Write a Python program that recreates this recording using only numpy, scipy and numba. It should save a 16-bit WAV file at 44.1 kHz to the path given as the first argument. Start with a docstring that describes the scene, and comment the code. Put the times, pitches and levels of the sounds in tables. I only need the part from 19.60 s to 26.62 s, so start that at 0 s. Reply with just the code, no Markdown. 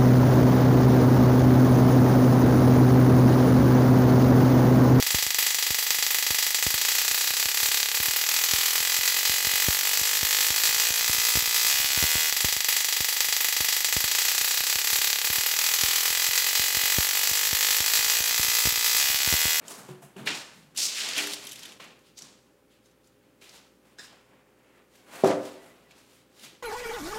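"""Dense scrapes, ticking, soft thuds, one hard hollow knock and a faint whistle, over a quiet hum.
A puppy noses a sheet of corrugated cardboard about on a hard floor in a small room, a metre or two from a phone.
Scrapes are random slips in moving bands; claws and flutes tick as short noise bursts; thuds, raps and the knock
ring decaying modes. The room adds a brief diffuse tail; the phone's microphone thins the deep bass of the
nearby sounds and cuts the top of everything."""
import sys
import numpy as np
from scipy import signal
from scipy.fft import rfft, irfft
from scipy.io import wavfile
from scipy.ndimage import uniform_filter1d
from numba import njit

SR = 44100
rng = np.random.default_rng(int(sys.argv[2]) if len(sys.argv) > 2 else 0)


def dump(signal):
    """Clip the signal to [-1, 1] and save it as 16-bit WAV at the path in sys.argv[1]."""
    limited = np.clip(np.atleast_2d(signal).T, -1, 1)
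    pcm = np.round(limited * 32767).astype(np.int16)
    wavfile.write(sys.argv[1], SR, pcm)


N = 309793

# room tone spectrum, before scaling to AIR_DB: (frequency [Hz], relative level per Hz [dB])
AIR_SPECTRUM = [(15, -36.5), (25, -15.5), (270, 7.5), (326, 6), (416, 4), (463, -1), (516, -2.5),
                (623, -5.5), (817, -39.5), (1290, -10), (3330, -15), (3710, -18.5), (12200, -20.5),
                (16000, -22)]
AIR_DB = -64.5  # rms level, before its slow wavering
# appliance motor hum, each line wavering about its level: (frequency [Hz], rms level [dB])
HUM_LINES = [(59.2, -79), (118.4, -77), (177.6, -84.5), (414.5, -74.5), (516.8, -72.5), (576.0, -77.5),
             (807.5, -84)]

# short shoves and stirrings of the sheet: (time at full level [s], rasp level [dB], rise [s], hold [s],
# fade [dB/s], rasp centre [Hz], rasp sharpness [Q], then relative to the rasp level:
# body [dB], fine grit [dB], floor rumble [dB])
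SHOVES = [(0.03, -58.5, .05, .03, 102, 2000, 1.5, 5.5, -10, -4.5),
          (0.11, -42, 0.065, .01, 118, 5700, .4, -4.5, -3.5, -21.5),
          (0.18, -54, 0.021, .01, 116, 3920, 0.34, 3.5, 3.5, 3),
          (0.286, -58.5, 0.014, 0.0196, 137.5, 1800, 1.2, 5.5, -1.5, 9),
          (0.424, -61, 0.014, 0.014, 98, 2500, 1.4, 4, 5, 0),
          (0.565, -56, 0.0024, 0.0063, 400, 2580, 2.9, 4.5, -3, 3),
          (0.581, -52.5, .02, .02, 95, 2600, 1.7, 3.5, -5.5, 8),
          (0.661, -58.5, .01, .008, 303, 2500, 1.5, -5, 14, -8),
          (0.672, -24, 0.012, .001, 301, 2400, 1.1, -12.5, -34, -28),
          (0.699, -35, .02, .02, 109, 2520, 0.57, -9, -30.5, -27),
          (0.766, -40, 0.093, 0.012, 141.5, 4480, .5, -11, -11, -21.5),
          (0.955, -66.5, 0.055, 0.031, 61, 2400, 0.76, 1, -1, 8),
          (2.202, -47, .01, .04, 132, 2640, 1.3, -5.5, -15, -13.5),
          (2.468, -62, .1, .005, 114, 3300, 1.1, -19, -9, -8),
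          (2.578, -43, .015, .012, 800, 5500, 1.5, -22.5, -13.5, -31),
          (2.626, -46, .06, .005, 122.5, 5100, 0.62, -10, -18.5, -14.5),
          (3.114, -66.5, .03, .04, 200, 3000, 1.2, -12.5, -7.5, -17),
          (3.254, -69, .05, .005, 128.5, 4580, 1.2, -29, -4.5, -18),
          (3.448, -69.5, .05, .005, 103, 4750, 1.3, -9, -2.5, -9),
          (3.638, -71.5, .1, .005, 82.5, 2470, 1.2, -4.5, -13, -3),
          (3.816, -53, .01, .04, 96, 2700, .9, -9.5, -8.5, -19),
          (3.945, -52.5, 0.11, 0.017, 129, 3340, 0.65, -7, -8.5, -12),
          (4.254, -69.5, .02, .09, 150, 2330, 0.97, 0.5, -6, -9),
          (4.388, -50.5, .016, .07, 124, 3000, 0.44, -19, -11, -30),
          (4.52, -67.5, 0.23, 0.013, 117, 1620, 4.3, 7.5, -20, -2),
          (4.744, -67, .2, .005, 65, 1750, 1.6, 2.5, -21, -4),
          (5.184, -63.5, 0.39, .005, 173, 2030, 1.6, -0.5, -14, -18),
          (5.362, -60.5, .1, .005, 117.5, 2850, .7, -6.5, -6, -46),
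          (5.544, -48.5, 0.12, .08, 299, 1900, 0.75, 1.1, -7, -26),
          (5.638, -40.5, 0.007, .076, 190, 2200, .4, 6.5, -23, -16),
          (5.662, -42, 0.024, 0.018, 253, 6020, .6, -9, -6, -25),
          (5.852, -50, 0.11, 0.017, 103, 2940, 0.67, -2, -6.5, -21),
          (5.93, -62.5, .15, .005, 102.5, 2940, 0.83, 1, -3, -27),
          (6.032, -59.5, .1, .005, 43.5, 2130, 1.1, -2, -3.5, -4.5),
          (6.312, -56, .03, .005, 248, 2650, 1.2, -7, -18, -19),
          (6.38, -59.5, .1, .005, 83, 3200, .4, -5.5, -6.5, -18),
          (6.574, -61.5, 0.39, .005, 126, 3250, .8, -7, -4, -19),
          (6.78, -61.5, 0.11, 0.0069, 204, 3700, .9, -4, -6, -12),
          (6.842, -46, 0.071, .005, 134, 3300, 0.8, -10.5, -7, -12)]
RISE_DB = 22.5  # climb to full level over the rise time
SAG_S, SLOW_HZ = .25, 2400  # the rasp centre moves toward SLOW_HZ with this time constant as a shove slows
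LOW_FADE, GRIT_FADE = 0.84, 1.87  # fade rates of body and rumble, and of grit, relative to the rasp
# the long skid across the floor:
# (time [s], rasp level [dB], rasp centre [Hz], body level [dB], grit level [dB])
SKID = [(1.145, -68, 4070, -58, -68), (1.168, -44, 4520, -61.5, -50), (1.177, -25, 5260, -51.5, -39),
        (1.25, -24.5, 6000, -49.5, -36.5), (1.3, -31, 4650, -52.5, -46), (1.352, -32, 3580, -52, -48),
        (1.378, -29, 3150, -56.5, -45), (1.46, -30, 3550, -43.5, -48), (1.546, -32.5, 3100, -51, -51),
        (1.594, -27, 2900, -39.5, -38.5), (1.628, -31, 2910, -44, -43), (1.7, -38.5, 3500, -49.5, -50),
        (1.742, -36.5, 3790, -49.5, -41), (1.764, -41, 3470, -56, -76), (1.844, -46, 3420, -54.5, -56),
        (1.95, -48.5, 3290, -63.5, -58), (2.09, -46.5, 3100, -55.5, -60), (2.18, -60.5, 3000, -64, -77)]
SKID_SHARPNESS_PER_KHZ, SKID_RUMBLE_DB = 0.2, -64.5  # the brighter, the sharper the rasp
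# the sheet never lies quite still: (rasp [dB], body [dB], grit [dB], rumble [dB])
STIR_DB = (-80, -72, -88, -89)

# room decay by band: (centre [Hz], t60 [s])
ROOM_DECAY = [(150, 0.19), (450, 0.76), (1200, 0.82), (3000, 0.45), (7000, 0.17), (12000, 0.88)]
ROOM_DB = -13  # gain of the unit-energy tail

# claws and flutes catching: (time [s], peak level [dB], centre [Hz], relative snap gain [dB])
TICKS = [(0.08, -30, 7240, -11), (0.287, -38.5, 845, -27), (0.563, -46, 2650, -32),
         (0.6729, -15, 2550, -25), (1.149, -45.5, 1490, -14), (1.156, -44, 3000, -14),
         (1.162, -30, 4000, -5), (1.1737, -20, 7260, -26), (1.487, -21.5, 4760, -1),
         (1.5627, -21.5, 3060, -21), (1.5783, -18.5, 3160, -12), (1.5863, -17, 2380, -34),
         (1.6703, -21.5, 2170, -7), (1.7198, -29, 3580, -14), (1.734, -21.5, 3970, -7),
         (1.8392, -36, 3170, 7), (1.849, -35, 9450, -15), (1.8688, -26.5, 3590, 16), (1.891, -32, 6000, -1),
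         (1.913, -31, 3590, 11), (1.918, -27.5, 3400, 12), (1.929, -34, 9000, -5), (1.957, -33, 3640, -2),
         (1.991, -32.5, 3170, 9), (1.999, -39, 3300, 3), (2.0314, -31.5, 3590, -9),
         (2.0522, -34, 3200, -14), (2.056, -33.5, 3400, -8), (2.1194, -38, 3160, -11),
         (2.2019, -40, 1400, -31), (2.2406, -40.5, 2130, -1), (2.39, -54, 6000, -1),
         (2.5745, -44, 5100, -12), (2.588, -35, 6700, -8), (2.62, -32, 5600, -12), (3.117, -61, 2540, -6),
         (3.257, -52.5, 5910, -8), (3.311, -56, 3600, -4), (3.443, -58, 5000, -5),
         (3.4715, -52.5, 6800, -6), (3.8205, -43.5, 2330, -26), (3.839, -42, 2920, -11),
         (3.8916, -40, 5150, -13), (5.3542, -47.5, 2450, -8), (5.643, -15.5, 1030, -32),
         (5.6721, -27, 1130, -14), (5.8518, -37.5, 897, -13), (6.3084, -46.5, 2380, -17),
         (6.794, -42.5, 3800, -2), (6.837, -55, 2800, -9)]
TICK_MS = 4.3  # decay time constant of a burst
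# stiff patches between the flutes: (centre [Hz], half-width [Hz], gain [dB])
STIFF_PATCHES = [(3150, 55, 6.5), (3715, 47, 3.5), (3790, 83, -5), (5720, 320, -5), (7140, 80, -2.5),
                 (9700, 31, -14), (10100, 110, 1.5), (11400, 74, 1.5)]

# soft blows on the floor, each ringing two board resonances:
# (time [s], peak level of the rings [dB], low [Hz], high [Hz], high relative to low [dB], t60 [s])
THUDS = [(0.287, -33.5, 140.3, 368, -1, 0.26), (.424, -40.5, 143, 685, -7, 0.12),
         (.561, -39.5, 189, 385, 3.5, 0.37), (0.598, -39, 143, 234, -4, .2),
         (.664, -36.5, 423, 783, -10.5, 0.17), (0.699, -39, 125, 293, 16, 0.16),
         (1.575, -36, 297.7, 404, -1.5, 0.89), (2.199, -41, 530, 1060, 0, 0.046),
         (3.816, -51, 189, 396, 9, 0.13)]

# a claw rapping something stiff: (time [s], peak level [dB], contact [ms])
RAPS = [(4.386, -33.5, .06), (4.394, -30.5, .06), (4.405, -49, .06), (4.43, -44, .06), (4.445, -39, .06)]
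# resonances of the stiff thing: (frequency [Hz], relative level [dB], t60 [s])
RAP_MODES = [(1480, -25, .02), (1670, 2, 0.034), (1740, 4, 0.035), (1800, -1, .025), (3660, -4, 0.077),
             (3990, 1, 0.052), (4240, -9, 0.022), (5100, -2, 0.028), (5100, 5.5, 0.046), (5450, 2, 0.031),
             (6600, 2, 0.016), (7300, 2, .015)]
# the hard knock and its rebounds: (time [s], peak level [dB], contact [ms])
KNOCKS = [(5.637, -4, 0.56), (5.6415, -8, 0.89), (5.6495, -16, 0.95), (5.678, -16, 0.62),
          (5.703, -14.5, 0.24)]
# resonances of the hollow thing: (frequency [Hz], relative level [dB], t60 [s])
BOX_MODES = [(120.2, -10.5, 0.36), (240, -34, .1), (252, -22.5, 1), (295.5, -5.5, 0.47), (373, -15, 0.31),
             (392.6, 6, 0.093), (454, 5, 0.028), (521, 10, 0.068), (549, -3, 0.075), (617, -4, 0.12),
             (584, 8, 0.074), (670.6, 3.5, 0.19), (740, -34.5, 0.088), (950, -22, .06), (1050, -21, 0.12),
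             (1320, -23, .12), (1631, -18, .08), (2260, -25, .06)]

# swells of the faint whistle: (start [s], length [s], rms level at the crest, before wavering [dB])
WHISTLES = [(5.98, .07, -65), (6.086, 0.051, -63), (6.24, .055, -69)]
WHISTLE_HZ = 1980

BASS_CUT_HZ, TOP_HZ = 122, 15850  # the phone's high-pass, on the nearby sounds only, and its low-pass


def undb(db):
    """Turns decibels into an amplitude factor."""
    return 10 ** (np.asarray(db) / 20)


def unit(x):
    """Scales to rms 1."""
    return x / np.sqrt(np.mean(x ** 2))


def ring_down(t, t60):
    """Exponential decay that falls 60 dB in t60 seconds."""
    return np.exp(-np.log(1000) * t / t60)


@njit
def svf(x, hz, q):
    """State-variable band-pass with a moving centre, gain 1 there."""
    y, b, l = np.empty(len(x)), 0., 0.  # b and l are the band-pass and low-pass states
    for i in range(len(x)):
        g = np.tan(np.pi * hz[i] / SR)
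        v = (b + g * (x[i] - l)) / (1 + g * (g + 1 / q[i]))
        b, l, y[i] = 2 * v - b, l + 2 * g * v, v / q[i]
    return y


def band(x, hz, q):
    """One resonance of fixed centre and sharpness."""
    return svf(x, np.clip(hz + np.zeros(len(x)), 20., .45 * SR), np.full(len(x), float(q)))


def between(x, lo_hz, hi_hz):
    """Keeps one band, at rms 1."""
    sos = signal.butter(2, [lo_hz, min(hi_hz, .45 * SR)], "band", fs=SR, output="sos")
    return unit(signal.sosfilt(sos, x))


def walk(rate):
    """Random levels held 1 / rate s and slewed twice; spread near 1."""
    k = max(int(SR / rate), 1)
    held = np.repeat(rng.standard_normal(N // k + 1), k)
    return 1.1 * uniform_filter1d(uniform_filter1d(held, k), k)[:N]


def add(track, s, sound):
    """Lays a sound into the track at s seconds."""
    i = int(s * SR)
    track[i:i + len(sound)] += sound[:N - i]


def air():
    """Room tone, noise of slowly wavering level, with the steady-pitched hum of an appliance motor."""
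    hz, db = np.transpose(AIR_SPECTRUM)
    f = np.maximum(np.fft.rfftfreq(N, 1 / SR), 1)
    spectrum = rfft(rng.standard_normal(N)) * undb(np.interp(np.log(f), np.log(hz), db))
    tone = unit(irfft(spectrum, N))
    t = np.arange(N) / SR
    hum = np.zeros(N)
    for line_hz, line_db in HUM_LINES:
        level = undb(line_db + 0.91 * walk(6.1))
        hum += level * np.sqrt(2) * np.sin(2 * np.pi * (line_hz * t + rng.random()))
    return undb(AIR_DB + .8 * walk(1.6)) * tone + hum


def motion():
    """Sums the power of shoves, skid and stirring; rasp centre and sharpness are means weighted by rasp power."""
    t = np.arange(0, N / SR, .001)
    s, db, rise, hold, fade, hz, q, body_db, grit_db, rumble_db = np.transpose(SHOVES)[:, :, None]
    age = np.maximum(t - s, 0)
    coming = db - RISE_DB * np.maximum(s - t, 0) / np.maximum(rise, .002)
    going = fade * np.maximum(age - np.maximum(hold, 0), 0)
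    low = coming - LOW_FADE * going
    grit = coming - GRIT_FADE * going + grit_db
    shoves = undb([coming - going, low + body_db, grit, low + rumble_db]) ** 2

    skid_s, *skid = np.transpose(SKID)
    skid_db, skid_hz, skid_body, skid_grit = (np.interp(t, skid_s, c) for c in skid)
    on = (t > skid_s[0]) & (t < skid_s[-1])
    skids = on * undb([skid_db, skid_body, skid_grit, SKID_RUMBLE_DB + 0 * t]) ** 2

    stir = undb(STIR_DB)[:, None] ** 2
    power = shoves.sum(axis=1) + skids + stir

    def mean(shove, glide, rest):
        """Averages a setting, weighted by the rasp power of each movement."""
        return ((shoves[0] * shove).sum(axis=0) + skids[0] * glide + stir[0] * rest) / power[0]

    sagging_hz = SLOW_HZ + (hz - SLOW_HZ) * np.exp(-age / SAG_S)
    centre = mean(sagging_hz, skid_hz, SLOW_HZ)
    sharpness = mean(q, SKID_SHARPNESS_PER_KHZ * skid_hz / 1000, 1.2)
    return [np.interp(np.arange(N) / SR, t, c) for c in (*np.sqrt(power), centre, sharpness)]


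def grains(spread_db):
    """Dense random slips, a few larger than the rest."""
    return rng.standard_normal(N) * undb(spread_db * np.minimum(rng.exponential(size=N), 4.5))


def crackle(per_s, spread_db):
    """Single fibres snapping: sparse clicks, each ringing low, middle or high for a fraction of a ms."""
    clicks = (rng.random((3, N)) < per_s / SR) * undb(spread_db * rng.standard_normal((3, N)))
    return unit(sum(band(row, hz, 5.0) for row, hz in zip(clicks, (2600., 4400., 7200.))))


def slide():
    """Fibres slip on the floor: moving rasp, sheet body and fine grit stutter together over a rumble in the boards."""
    rasp_gain, body_gain, grit_gain, rumble_gain, hz, q = motion()
    slips = grains(1.0)
    hz = np.clip(hz * np.exp(0.061 * walk(30)), 20., .45 * SR)
    q = np.clip(q, .3, 6)
    # sqrt(q / hz) offsets the changing bandwidth
    rasp = between(np.sqrt(q / hz) * svf(svf(slips, hz, q), hz, .5 * q), 1300, 8130)
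    body = undb(0.37 * walk(25)) * between(grains(1.4), 210, 1366)
    grit = undb(0.61 * walk(15)) * between(band(grains(0.61), 7400.0, 1.0), 6200, 21000)
    rumble = between(rng.standard_normal(N), 115, 240)
    stutter_db = 0.99 * walk(40) + 1.1 * walk(300)
    scrape = rasp_gain * (undb(-2.0) * rasp + undb(-13.0) * crackle(260, 3.0))
    hiss = scrape + body_gain * body + grit_gain * grit
    return undb(stutter_db) * hiss + rumble_gain * rumble


def room(x):
    """A diffuse tail starts after 3 ms, builds over 15 ms and fades at its own rate in each band."""
    t = np.arange(SR) / SR
    tail = sum(ring_down(t, t60) * band(rng.standard_normal(SR), hz, 0.69) for hz, t60 in ROOM_DECAY)
    tail = tail * np.clip((t - .003) / 0.015, 0, 1)
    return undb(ROOM_DB) * signal.fftconvolve(x, tail / np.sqrt(np.sum(tail ** 2)))[:N]


def patches(x):
    """The sheet rings briefly at its stiff patches."""
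    return sum(undb(db) * band(x, hz, hz / (2 * width)) for hz, width, db in STIFF_PATCHES)


def ticks():
    """Each catch is a burst of a few ms that rings one spot of the sheet; its broad snap also wakes the stiff patches."""
    out, t = np.zeros(N), np.arange(2048) / SR
    age = t / (TICK_MS / 1000)
    for s, db, hz, snap_db in TICKS:
        burst = rng.standard_normal(len(t)) * np.minimum(age / 0.4, 1) * np.exp(-age)
        snap = band(band(burst, 5500., .6), 5500., .6) + undb(3) * patches(burst)
        spot = band(band(burst, hz, 3.4), hz, 1.2)
        sound = spot + undb(snap_db) * snap
        add(out, s, undb(db) * sound / np.abs(sound).max())
    return out


def thuds():
    """A paw or the sheet lands with a dull slap; two board resonances ring on, roughened as the weight settles."""
    out, t = np.zeros(N), np.arange(SR // 2) / SR
    for s, db, low_hz, high_hz, high_db, t60 in THUDS:
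        rings = np.sin(2 * np.pi * low_hz * t) + undb(high_db) * np.sin(2 * np.pi * high_hz * t)
        settle = 1 + 0.21 * unit(uniform_filter1d(rng.standard_normal(len(t)), size=600))
        attack = np.minimum(t / 0.00081, 1)
        sound = rings * settle * attack * ring_down(t, max(t60, .01))
        slap = between(rng.standard_normal(len(t)), 354, 1600) * np.exp(-t / .008)
        add(out, s, undb(db) * (sound / np.abs(sound).max() + undb(-17.5) * slap))
    return out


def blows(events, modes, rattle_db, rattle_t60):
    """A half-sine push of the contact time rings the modes; the loose thing then rattles and keeps feeding them."""
    out, t = np.zeros(N), np.arange(SR // 2) / SR
    hz, mode_db, t60 = np.transpose(modes)[:, :, None]
    rings = np.sin(2 * np.pi * hz * t) * ring_down(t, t60)
    for s, db, ms in events:
        share = undb(mode_db + 0.5 * rng.standard_normal(hz.shape))  # each blow excites the modes a little differently
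        push = np.sin(np.pi * np.clip(t[:512] / (max(ms, .06) / 1000), 0, 1))
        rattle = undb(rattle_db) * rng.standard_normal(len(t)) * ring_down(t, rattle_t60)
        rattle[0] = 1  # the blow itself
        sound = signal.fftconvolve(np.convolve(rattle, push), (share * rings).sum(axis=0))
        add(out, s, undb(db) * sound / np.abs(sound).max())
    return out


def raps():
    """A claw's very short contact rings the upper resonances of something stiff."""
    return blows(RAPS, RAP_MODES, rattle_db=-24, rattle_t60=0.13)


def knocks():
    """A hard blow and its rebounds ring the low and middle resonances of something hollow."""
    return blows(KNOCKS, BOX_MODES, rattle_db=-29.5, rattle_t60=0.36)


def whistle():
    """A thin tone, unsteady in pitch and level, that swells and fades."""
    t = np.arange(N) / SR
    swell = sum(undb(db) * np.sin(np.pi * np.clip((t - s) / length, 0, 1)) for s, length, db in WHISTLES)
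    level = swell * undb(3 * walk(60))
    cycles = np.cumsum(WHISTLE_HZ + 15 * walk(30)) / SR
    return level * np.sqrt(2) * np.sin(2 * np.pi * cycles)


def scene():
    """Sheet, paws and knocks ring the room; air and whistle are added without that tail, in one channel."""
    near = slide() + ticks() + thuds() + raps() + knocks()
    # the phone thins the deep bass of the nearby sounds
    near = signal.sosfilt(signal.butter(6, BASS_CUT_HZ, "high", fs=SR, output="sos"), near)
    return (near + room(near) + air() + whistle())[None]


def record(dry):
    """The phone cuts the top steeply."""
    return signal.sosfilt(signal.ellip(10, .2, 60, TOP_HZ, fs=SR, output="sos"), dry)


dry = scene()
out = record(dry)
dump(out)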